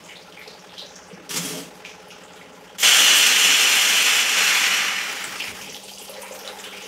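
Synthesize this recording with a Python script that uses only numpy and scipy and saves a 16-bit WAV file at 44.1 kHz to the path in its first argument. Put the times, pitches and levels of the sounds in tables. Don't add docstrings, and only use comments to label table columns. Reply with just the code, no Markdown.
import sys
import numpy as np
from scipy import signal
from scipy.fft import rfft, irfft
from scipy.io import wavfile
from scipy.ndimage import uniform_filter1d

SR = 44100
rng = np.random.default_rng(int(sys.argv[2]) if len(sys.argv) > 2 else 0)


def waveform_to_disk(signal):
    frames = np.transpose(np.atleast_2d(signal))
    scaled = np.clip(frames, -1, 1) * 32767
    samples = np.round(scaled).astype(np.int16)
    wavfile.write(sys.argv[1], SR, samples)


def voltage_ratio(level):
    return 10 ** (np.asarray(level, float) / 20)


N = 302967

# (time [s], level [dB])
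JET_LEVEL = [
    (2.783, -32.5),
    (2.822, -29.5),
    (2.832, -13),
    (2.89, -13),
    (3.37, -16),
    (4.1, -17.5),
    (4.26, -20.5),
    (4.41, -17.5),
    (4.82, -20.5),
    (5.42, -41),
]
# (frequency [Hz], density [dB per Hz])
JET_FULL_TONE = [(120, -36), (250, -21.5), (500, -14), (1000, -13.5), (1700, -6), (2300, -5.5),
                 (2950, -10.5), (3400, 0), (3800, -10.5), (6000, -6.5), (7400, -6), (9500, -13),
                 (13000, -18.5), (16000, -23)]
# (frequency [Hz], density [dB per Hz])
JET_SPENT_TONE = [(120, -23), (250, -16), (500, -12), (1000, -3), (1500, 2), (2000, 3.5), (2700, 2),
                  (3300, -1.5), (3800, -8), (5700, -6), (7400, -9), (9500, -16.5), (13000, -18.5),
                  (16000, -28)]
# (frequency [Hz], width [Hz], gain [dB], drift as pressure drops [Hz])
NOZZLE_HOLLOWS = [(4230, 220, 2, 50), (4600, 200, -0.5, 0), (5300, 150, 3, -100), (6040, 260, 3, -300),
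                  (7120, 620, 1, 100), (7950, 230, -4.5, 100), (8500, 330, 2.5, 0), (12500, 1400, 2.5, 0)]
# (frequency
# [Hz], level [dB])
WALL_MODES = [(190, -51), (800, -50), (1260, -51), (1437, -49), (2170, -46), (2455, -42), (2735, -38),
              (2826, -42), (2961, -31.5), (3133, -44), (3564, -45), (4215, -44), (5744, -45), (7251, -43)]
# (frequency [Hz], width [Hz], level [dB])
SLOSH_MODES = [(270, 50, 5.5), (346, 45, -4), (451, 92, 6.5), (516, 47, -3.5), (595, 43, -1)]

# (time [s], level [dB])
VENT_LEVEL = [
    (2.7825, -42),
    (2.798, -34),
    (2.802, -24.5),
    (2.82, -24),
    (2.828, -39),
    (2.87, -45),
]
# (frequency [Hz], density [dB per Hz])
VENT_TONE = [(800, -25), (3000, -2), (4200, -6), (7200, 3), (9000, -11), (12000, -3), (16000, -12)]
# (time [s], level [dB])
SPIT_LEVEL = [
    (1.292, -36),
    (1.312, -27.5),
    (1.358, -31),
    (1.372, -24),
    (1.394, -31.5),
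    (1.47, -32),
    (1.58, -34.5),
    (1.734, -61),
    (1.8, -48),
]
# (frequency [Hz], density [dB per Hz])
SPIT_TONE = [(290, 0.5), (500, -2), (613, -28), (678, -29), (843, -7.5), (1820, -6.5), (3250, -0.5),
             (3750, -6.5), (5800, -2), (12500, -11.5), (16000, -19)]
# (time [s], level [dB])
TANK_SURGES = [
    (1.312, -53),
    (1.4, -27.5),
    (1.46, -44),
    (1.535, -36.5),
    (1.6, -47),
]
# (frequency [Hz], level [dB])
TANK_MODES = [(173, -2), (196, -12)]

# (time [s], peak level [dB], centre [Hz], decay t60 [s])
SQUIRTS = [(0.325, -39, 2920, 0.63), (.41, -35, 3600, 0.45), (0.4624, -33, 2400, 0.21),
           (0.639, -44, 2900, 0.85), (0.69, -34, 3100, 0.96), (1.1, -35, 2500, .5), (.96, -38, 1700, .4),
           (1.3665, -34, 3340, .21), (1.8452, -29, 3040, 0.46), (2.1034, -27.5, 2660, 0.25),
           (2.2806, -33, 2900, 0.28), (2.3594, -34, 3160, 0.3), (2.4087, -32, 2030, 0.16),
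           (2.6774, -33, 2830, 0.2), (5.2425, -33, 2000, 0.1), (5.385, -21, 2530, .2),
           (5.3991, -10.5, 2680, .16), (5.4392, -13.5, 2360, 0.18), (5.556, -32, 2720, 0.22),
           (5.613, -23, 2590, 0.34), (5.675, -26, 2710, 0.22), (5.7446, -28, 3040, 0.2),
           (5.9745, -29, 3020, 0.24), (6.1673, -32, 1870, .41), (6.2184, -28, 2360, 0.59),
           (6.085, -33, 2880, 0.22), (6.445, -26.5, 3130, 0.29), (6.477, -31, 3700, 0.23),
           (6.81, -29, 2900, .5)]
# (time [s], peak level [dB], centre [Hz], decay t60 [s])
SPRITZES = [(2.776, -37, 7000, .3), (0.038, -33.5, 6700, 0.42), (0.2094, -33, 4870, 0.21),
            (0.4123, -41, 4600, 0.72), (0.475, -28.5, 4370, 0.37), (0.59, -35.5, 5640, 0.22),
            (0.781, -29, 5150, 0.25), (0.8587, -34.5, 5600, 0.89), (0.9554, -28.5, 5840, 0.22),
            (1.1283, -37, 5400, 0.23), (2.1021, -32, 5470, 0.31), (2.2338, -38, 7310, 0.23),
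            (2.3206, -39, 6850, 0.45), (2.5207, -40, 6400, .26), (5.246, -25, 7900, 0.15),
            (5.6127, -23, 5900, 0.17), (5.693, -25, 5500, 0.51), (5.9359, -31, 5100, .25),
            (6.2183, -27, 6200, 0.093), (6.5884, -26, 6950, 0.2), (.7337, -37, 4810, 0.37),
            (1.0216, -36, 5760, .3), (1.3683, -12, 6800, 0.11), (1.8532, -32.5, 5760, 0.63),
            (1.92, -42, 5440, 0.24), (5.3909, -27, 4800, 0.52), (6.1671, -28, 4930, 0.18),
            (6.3143, -28, 6800, .3), (6.3876, -28.5, 5240, 0.38), (6.8196, -32, 6000, .4)]
# (time [s], peak level [dB], centre [Hz], decay t60 [s])
MIST = [(.39, -41, 12500, 0.27), (1.75, -40, 11000, 0.14), (2.082, -41, 10500, .2), (2.36, -45, 11000, .25),
        (5.7244, -35, 10600, 0.18), (5.8316, -30, 8540, 0.22), (5.9828, -24.5, 8450, 0.22),
        (6.0194, -28, 12100, .18), (6.0444, -33, 8600, .2), (6.095, -23.5, 11200, 0.093),
        (6.219, -25.5, 8800, 0.12), (6.337, -33, 8500, .2), (1.0774, -38, 8200, 0.18),
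        (1.4476, -14, 9470, .1), (2.55, -51, 12500, .3), (2.6, -49, 12000, 0.27), (5.391, -34, 12000, .2),
        (5.452, -29, 11000, .15), (5.613, -33, 11000, .2), (5.746, -33, 13000, .2),
        (5.893, -36, 11500, .15), (6.213, -29, 12800, .15), (6.335, -31, 13500, .25),
        (6.388, -31, 12500, .15), (6.476, -40, 9000, .15), (6.525, -39, 12500, .15),
        (6.603, -39, 11500, .2), (6.855, -39, 10500, .15)]
# (time [s], peak level [dB], centre [Hz], decay t60 [s])
SQUEAKS = [(0.0864, -32, 2280, 0.22), (0.088, -33.5, 1990, 0.33), (0.09, -31, 2880, 0.23),
           (0.156, -30.5, 3750, 0.2), (0.3699, -30, 2160, 0.2), (0.4084, -32, 2150, 0.19),
           (0.7806, -21.5, 3850, 0.3), (0.82, -37, 4050, 0.33), (0.77, -29, 3020, 0.23),
           (1.8452, -28.5, 2430, 0.35), (6.6398, -25.5, 3130, 0.46), (6.668, -29, 3140, 0.63),
           (6.7192, -25.5, 2280, 0.5), (6.78, -34, 2490, 0.45)]
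# (time [s], peak level [dB], frequency [Hz])
DRIPS = [(0.3237, -34, 3020), (.0866, -37, 2400), (.781, -31, 3720), (0.4774, -39, 4540),
         (1.293, -24.5, 5550), (5.208, -29, 2500), (1.8502, -25, 2350), (5.243, -20, 2010),
         (5.2417, -20.5, 7830), (5.401, -22, 2520), (5.6133, -29, 2780), (5.693, -36, 2750),
         (5.724, -32, 2070), (5.7453, -23, 2930), (5.7657, -24.5, 3200), (5.893, -26, 3100),
         (5.9363, -28.5, 4730), (5.9494, -32, 6270), (5.984, -30, 5730), (6.0875, -32, 2780),
         (6.1404, -31, 3850), (6.166, -31, 2200), (6.329, -42, 2470), (6.4764, -23, 3820),
         (6.5877, -30, 3500), (6.6, -33, 7100), (6.64, -26, 2850), (6.2195, -41, 3270), (6.487, -33, 3600),
         (6.669, -35, 3120), (6.811, -35, 2800), (5.4815, -20.5, 2280)]
# (time [s], peak level [dB], frequency [Hz])
GULPS = [(6.092, -23, 532), (6.121, -27, 566), (6.152, -24, 553), (6.181, -21, 540), (6.209, -28, 530),
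         (6.308, -21, 540), (6.322, -38, 545), (6.339, -25, 566), (6.357, -26, 480), (6.415, -28, 453),
         (6.446, -24, 530), (6.475, -24, 553), (6.498, -26, 484), (6.578, -36, 466)]

# (time [s], turns made [turns])
SHAFT_TURNS = [
    (.018, 0),
    (1.268, 14),
    (2.703, 30),
    (5.593, 64),
    (6.82, 79),
    (6.902, 80),
]
# (time [s], strength [dB], return stroke [dB])
STROKE_LOAD = [
    (0, -1, -5),
    (.45, 1.5, -8),
    (1.2, 1, -7),
    (1.8, 2, -1),
    (2.8, 1.5, -1),
    (5.5, 4, -5),
    (5.9, 3.5, -9),
    (6.2, 4, -4),
    (6.9, 4.5, -4),
]
# (frequency [Hz], width [Hz], main stroke [dB], return stroke [dB], lag [turns])
CASE_MODES = [(270, 35, -58, -58, .1), (430, 26, -50, -51, .07), (520, 35, -51, -52, .12),
              (618, 22, -55, -57, .15), (740, 34, -55, -64, -.06), (783, 34, -51.5, -57, -.06),
              (838, 30, -48, -49.5, -.07), (1030, 50, -54, -56, 0), (1370, 55, -58, -51, 0)]
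# (multiple of shaft speed [1], level under pressure [dB], level relieved [dB])
MOTOR_HUM = [(15, -60, -68), (16, -61, -54.5), (17, -60, -64)]
# (time [s], peak level [dB], centre [Hz], decay t60 [s])
BUMPS = [(0.249, -35, 1380, 0.24), (0.465, -33, 450, 0.33), (0.519, -29, 560, 0.12),
         (0.819, -24.5, 564, 0.17), (2.119, -36, 1380, 0.27), (2.342, -37, 450, .15),
         (2.449, -29, 233, 0.42), (2.572, -32, 990, .15), (5.439, -31, 1000, 0.24),
         (5.489, -24.5, 202, 0.38), (5.6, -32, 265, 0.42), (1.15, -33, 300, .4), (5.68, -35, 460, 0.14),
         (6.229, -23.5, 990, 0.12), (6.369, -28, 860, 0.26), (6.525, -26.5, 830, 0.29),
         (6.652, -28, 367, 0.18), (6.739, -29, 440, 0.33), (6.829, -25, 460, .3)]
# (time [s], peak level [dB], frequency [Hz])
KNUCKLES = [
    (1.112, -34, 480),
    (1.125, -31, 188),
]

# (time [s], level [dB], body of the low mids [dB])
LEAK = [
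    (0.0, -46.5, -1),
    (0.8, -48.5, 5),
    (1.13, -49, 9),
    (1.63, -47, 4.5),
    (2.8, -49, 5),
]
# (time [s], level [dB], body of the low mids [dB])
TRICKLE = [
    (5.0, -34.5, 7),
    (5.2, -32.5, 7.5),
    (5.45, -35.5, 2),
    (5.62, -39, 2.5),
    (5.8, -43.5, -7),
    (6.1, -42.5, -6),
    (6.18, -43.5, 5),
    (6.6, -41, 7.5),
    (6.92, -42.5, 4),
]
# (frequency [Hz], density [dB per Hz])
TRICKLE_TONE = [(530, -2), (900, 2.5), (1030, 2), (1720, 1.5), (2980, 6.5), (3600, 4), (4150, -0.5),
                (4800, 3.5), (6250, 2), (8030, -2.5), (12700, -7.5), (15700, -9)]
# (frequency [Hz], decay t60 [s])
KITCHEN_DECAY = [(200, 0.38), (1000, 0.38), (4000, 0.21), (12000, 0.2)]
# (frequency [Hz], density [dB per Hz])
AIR_TONE = [(18, -58), (30, -19), (60, -6.5), (134, -8), (180, -9.5), (300, -6), (390, -1.5), (550, 0.5),
            (700, -10), (1000, -11.5), (1670, -32), (3870, -37), (16000, -59)]
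# (time [s], peak level [dB], centre [Hz], decay t60 [s])
HANDLING = [
    (5.25, -34, 129, 0.45),
    (5.47, -35, 85, 1),
]

HZ = np.fft.rfftfreq(512, 1 / SR)[:, None]
FRAME_S = np.arange(N // 128 + 5) * 128 / SR
T = np.arange(N) / SR


def evened(x):
    return x / np.sqrt(np.mean(x ** 2) + 1e-20)


def read(points, hz):
    f, value = np.transpose(points)
    return np.interp(np.log(hz + 1), np.log(f + 1), value)


def curves(rows, t):
    s, *columns = np.transpose(rows)
    return [np.interp(t, s, c) for c in columns]


def add(mix, s, sound):
    part = mix[round(s * SR):][:len(sound)]
    part += sound[:len(part)]


def gate(rows):
    start, end = rows[0][0], rows[-1][0]
    return np.interp(T, [start, start + .002, end - .03, end], [0, 1, 1, 0])


def swell(db, top_s, end_s, rise_db_per_s, fall_db_per_s):
    rise_db = rise_db_per_s * np.maximum(top_s - T, 0)
    fall_db = fall_db_per_s * np.maximum(T - end_s, 0)
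    return voltage_ratio(db - rise_db - fall_db)


def resonate(x, hz, width):
    r = np.exp(-np.pi * width / SR)
    return signal.lfilter([1 - r * r, 0, r * r - 1], [2, -4 * r * np.cos(2 * np.pi * hz / SR), 2 * r * r], x)


def ringing(modes):
    gust = rng.standard_normal(N)
    total = np.zeros(N)
    for hz, width, db in modes:
        mode = resonate(resonate(gust, hz, width), hz, 3 * width)
        total += voltage_ratio(db) / np.sqrt(width) * mode
    return evened(total)


def hiss(tone_db, patchy_db, flicker_db):
    real, imag, patches = rng.standard_normal((len(FRAME_S), len(HZ), 3)).T
    for _ in range(3):
        patches = uniform_filter1d(patches, size=5, axis=0)
        patches = uniform_filter1d(patches, size=10, axis=1)
    patches = evened(patches)
    flicker = evened(uniform_filter1d(rng.standard_normal(len(FRAME_S)), size=3))
    tone = voltage_ratio(tone_db) * np.ones(real.shape)
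    tone /= np.sqrt((tone ** 2).mean(0))
    spectrum = (real + 1j * imag) * tone * voltage_ratio(patchy_db * patches + flicker_db * flicker)
    return evened(signal.istft(spectrum, nperseg=512, noverlap=384)[1][:N])


def puffs(rows, rise_s, share, fizz_db, hold_s=0):
    out, t = np.zeros(N), np.arange(SR * 2 // 5) / SR
    fizz_tone = signal.butter(2, [1800, 12000], "bandpass", fs=SR, output="sos")
    for s, db, hz, t60 in rows:
        band, fizz, grain = rng.standard_normal((3, len(t)))
        width = hz * share
        for w in (width, width, 2 * width):
            band = resonate(band, hz, w)
        puff = evened(band) + voltage_ratio(fizz_db) * evened(signal.sosfilt(fizz_tone, fizz))
        grain_db = 3.0 * evened(uniform_filter1d(grain, size=130))
        decay_db = -60 * np.maximum(t - hold_s, 0) / t60
        envelope = voltage_ratio(db - 15.0 + decay_db) * (1 - np.exp(-t / rise_s))
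        add(out, s, envelope * puff * voltage_ratio(grain_db))
    return out


def plinks(rows, t60, glide, tick, rise_cycles):
    out, t = np.zeros(N), np.arange(SR // 4) / SR
    for s, db, hz in rows:
        onset = np.minimum(t * hz / rise_cycles, 1)
        tone = np.sin(2 * np.pi * hz * (t + glide * t * t)) * voltage_ratio(-60 * t / t60) * onset
        impact = resonate(rng.standard_normal(len(t)), hz, 1.4 * hz)
        impact = evened(resonate(impact, hz, 1.4 * hz)) * voltage_ratio(-60 * t / 0.028)
        add(out, s, voltage_ratio(db + 2.0) * (tone + tick * impact))
    return out


def jet():
    drained = np.clip((FRAME_S - JET_LEVEL[0][0]) / 2.14, 0, 1)
    pressure = 0.64 * (1 - drained ** 3.8)
    pressure += 0.23 * np.exp(-abs(FRAME_S - JET_LEVEL[2][0]) / 0.45)
    spent = 1 - pressure

    edge_hz = 2300 + 720 * pressure
    colour_db = (0.8 + 10.4 * pressure) * np.exp(-((HZ - edge_hz) / 330) ** 2)
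    for hz, width, db, drift in NOZZLE_HOLLOWS:
        colour_db = colour_db + db * np.exp(-((HZ - hz - drift * spent) / width) ** 2)
    gusts_db = 1.0 * evened(uniform_filter1d(rng.standard_normal(len(FRAME_S)), size=12))
    colour_db += gusts_db * np.clip(HZ / 9000, 0, 1.3) ** 2
    colour_db += pressure * read(JET_FULL_TONE, HZ) + spent * read(JET_SPENT_TONE, HZ)

    spray = hiss(colour_db, patchy_db=-0.5, flicker_db=0.98)
    spray += voltage_ratio(-28.0) * ringing(SLOSH_MODES)
    spray *= gate(JET_LEVEL) * voltage_ratio(curves(JET_LEVEL, T)[0])
    out = voltage_ratio(-2.0) * spray
    loud = slice(3 * SR, 5 * SR)
    for hz, db in WALL_MODES:
        ring = resonate(spray, hz, 18 + .004 * hz)
        out += voltage_ratio(db) * ring / ring[loud].std()
    return out


def vent():
    flow = gate(VENT_LEVEL) * voltage_ratio(curves(VENT_LEVEL, T)[0])
    return flow * hiss(read(VENT_TONE, HZ), patchy_db=2.5, flicker_db=2.5)


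def spit():
    spray = voltage_ratio(curves(SPIT_LEVEL, T)[0]) * hiss(read(SPIT_TONE, HZ), patchy_db=0.5, flicker_db=1.5)
    surge = sum(swell(db, s, s, rise_db_per_s=450, fall_db_per_s=260) for s, db in TANK_SURGES)
    boom = surge * sum(voltage_ratio(db) * np.cos(2 * np.pi * hz * T) for hz, db in TANK_MODES)
    slosh = swell(-40.5, 1.47, 1.58, rise_db_per_s=87, fall_db_per_s=132) * ringing(SLOSH_MODES)
    return gate(SPIT_LEVEL) * (spray + boom + slosh)


def squirts():
    out = puffs(SQUIRTS, rise_s=0.00092, share=0.43, fizz_db=-16)
    out += puffs(SPRITZES, rise_s=0.0011, share=0.36, fizz_db=-17)
    return out + puffs(MIST, rise_s=0.0015, share=0.39, fizz_db=-12)


def squeaks():
    return puffs(SQUEAKS, rise_s=0.0008, share=0.26, fizz_db=-18.5, hold_s=0.016)


def drips():
    return plinks(DRIPS, t60=0.01, glide=7.1, tick=0.25, rise_cycles=1.0)


def gulps():
    return .72 * plinks(GULPS, t60=.036, glide=1.2, tick=.2, rise_cycles=3)


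def spatter():
    lands = (rng.random(N) < 120 / SR) * (T > 5.2)
    size = voltage_ratio(-49 + 3.9 * np.minimum(rng.exponential(1, N), 3)) * lands
    t = np.arange(SR // 10) / SR
    splash = signal.oaconvolve(size, voltage_ratio(-60 * t / 0.012))[:N] * rng.standard_normal(N)
    return signal.sosfilt(signal.butter(2, [4000, 12500], "bandpass", fs=SR, output="sos"), splash)


def pump():
    turns = curves(SHAFT_TURNS, T)[0]
    load, return_gain = voltage_ratio(np.array(curves(STROKE_LOAD, T)))
    unevenness = voltage_ratio(.8 * rng.standard_normal(N))
    relieved = np.interp(T, [2.8, 5.4], [0, 1])
    out = np.zeros(N)
    for order, db, late_db in MOTOR_HUM:
        level = voltage_ratio(db + relieved * (late_db - db))
        out += level * np.sqrt(2) * np.cos(2 * np.pi * order * (turns - .6))
    for hz, width, main_db, return_db, lag in CASE_MODES:
        main = np.diff((turns - lag) % 1, prepend=0) < 0
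        back = np.diff((turns - lag - .58) % 1, prepend=0) < 0
        strokes = voltage_ratio(main_db) * main + voltage_ratio(return_db) * return_gain * back
        push = resonate(load * unevenness * strokes, hz, 2.5 * width)
        out += resonate(push, hz, width) * SR / (np.pi * width)
    return out


def bumps():
    return puffs(BUMPS, rise_s=0.0011, share=0.21, fizz_db=-34)


def knuckles():
    return plinks(KNUCKLES, t60=0.086, glide=.01, tick=0.11, rise_cycles=1.5)


def trickle(rows, tilt_db, patchy_db):
    level_db, body_db = curves(rows, FRAME_S)
    octaves = np.log2(HZ / 4000 + .01)
    colour_db = tilt_db * octaves + body_db * np.exp(-((octaves + 1.35) / .55) ** 2)
    leak = hiss(read(TRICKLE_TONE, HZ) + colour_db, patchy_db, flicker_db=2.0)
    return gate(rows) * voltage_ratio(curves(rows, T)[0]) * leak


def handling():
    return puffs(HANDLING, rise_s=0.016, share=0.95, fizz_db=-33)


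def kitchen(x):
    taps = np.zeros(SR // 2)
    at = np.arange(200, len(taps) - 20, 20)
    taps[at + rng.integers(0, 20, len(at))] = rng.choice([-1., 1.], len(at))
    hz, t, z = signal.stft(taps, SR, nperseg=256)
    decay = voltage_ratio(-60 * t / read(KITCHEN_DECAY, hz)[:, None])
    tail = signal.istft(z * decay, SR, nperseg=256)[1]
    return signal.oaconvolve(x, tail / np.linalg.norm(tail))[:N]


def air():
    hz = np.fft.rfftfreq(N, 1 / SR)
    spectrum = rfft(rng.standard_normal(N)) * voltage_ratio(read(AIR_TONE, hz))
    return voltage_ratio(-53.0) * evened(irfft(spectrum, N))


def scene():
    stream, knocks = jet(), pump()
    sprays = vent() + spit() + squirts() + squeaks() + bumps()
    drops = drips() + gulps() + spatter() + knuckles()
    to_room = voltage_ratio(-3.5) * resonate(stream, 1520, 7200) + voltage_ratio(-4.5) * sprays
    to_room += voltage_ratio(-3.5) * drops + knocks / 4
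    near = stream + sprays + drops + knocks + kitchen(to_room)
    near += trickle(LEAK, tilt_db=-3, patchy_db=1.3)
    near += trickle(TRICKLE, tilt_db=-1.03, patchy_db=1.8)
    port = signal.butter(6, 145, "highpass", fs=SR, output="sos")
    mono = signal.sosfilt(port, near) + air() + handling()
    return np.array([mono, mono])


def roll_off(x):
    return signal.sosfilt(signal.butter(12, 16450, fs=SR, output="sos"), x)


def record(dry):
    edge = signal.firwin(1201, 15750, window=("kaiser", 8), fs=SR)
    bent = np.tanh(dry / 3) * 3
    narrow = signal.oaconvolve(bent, edge[None], "same")
    return roll_off(narrow)


dry = scene()
out = record(dry)
waveform_to_disk(out)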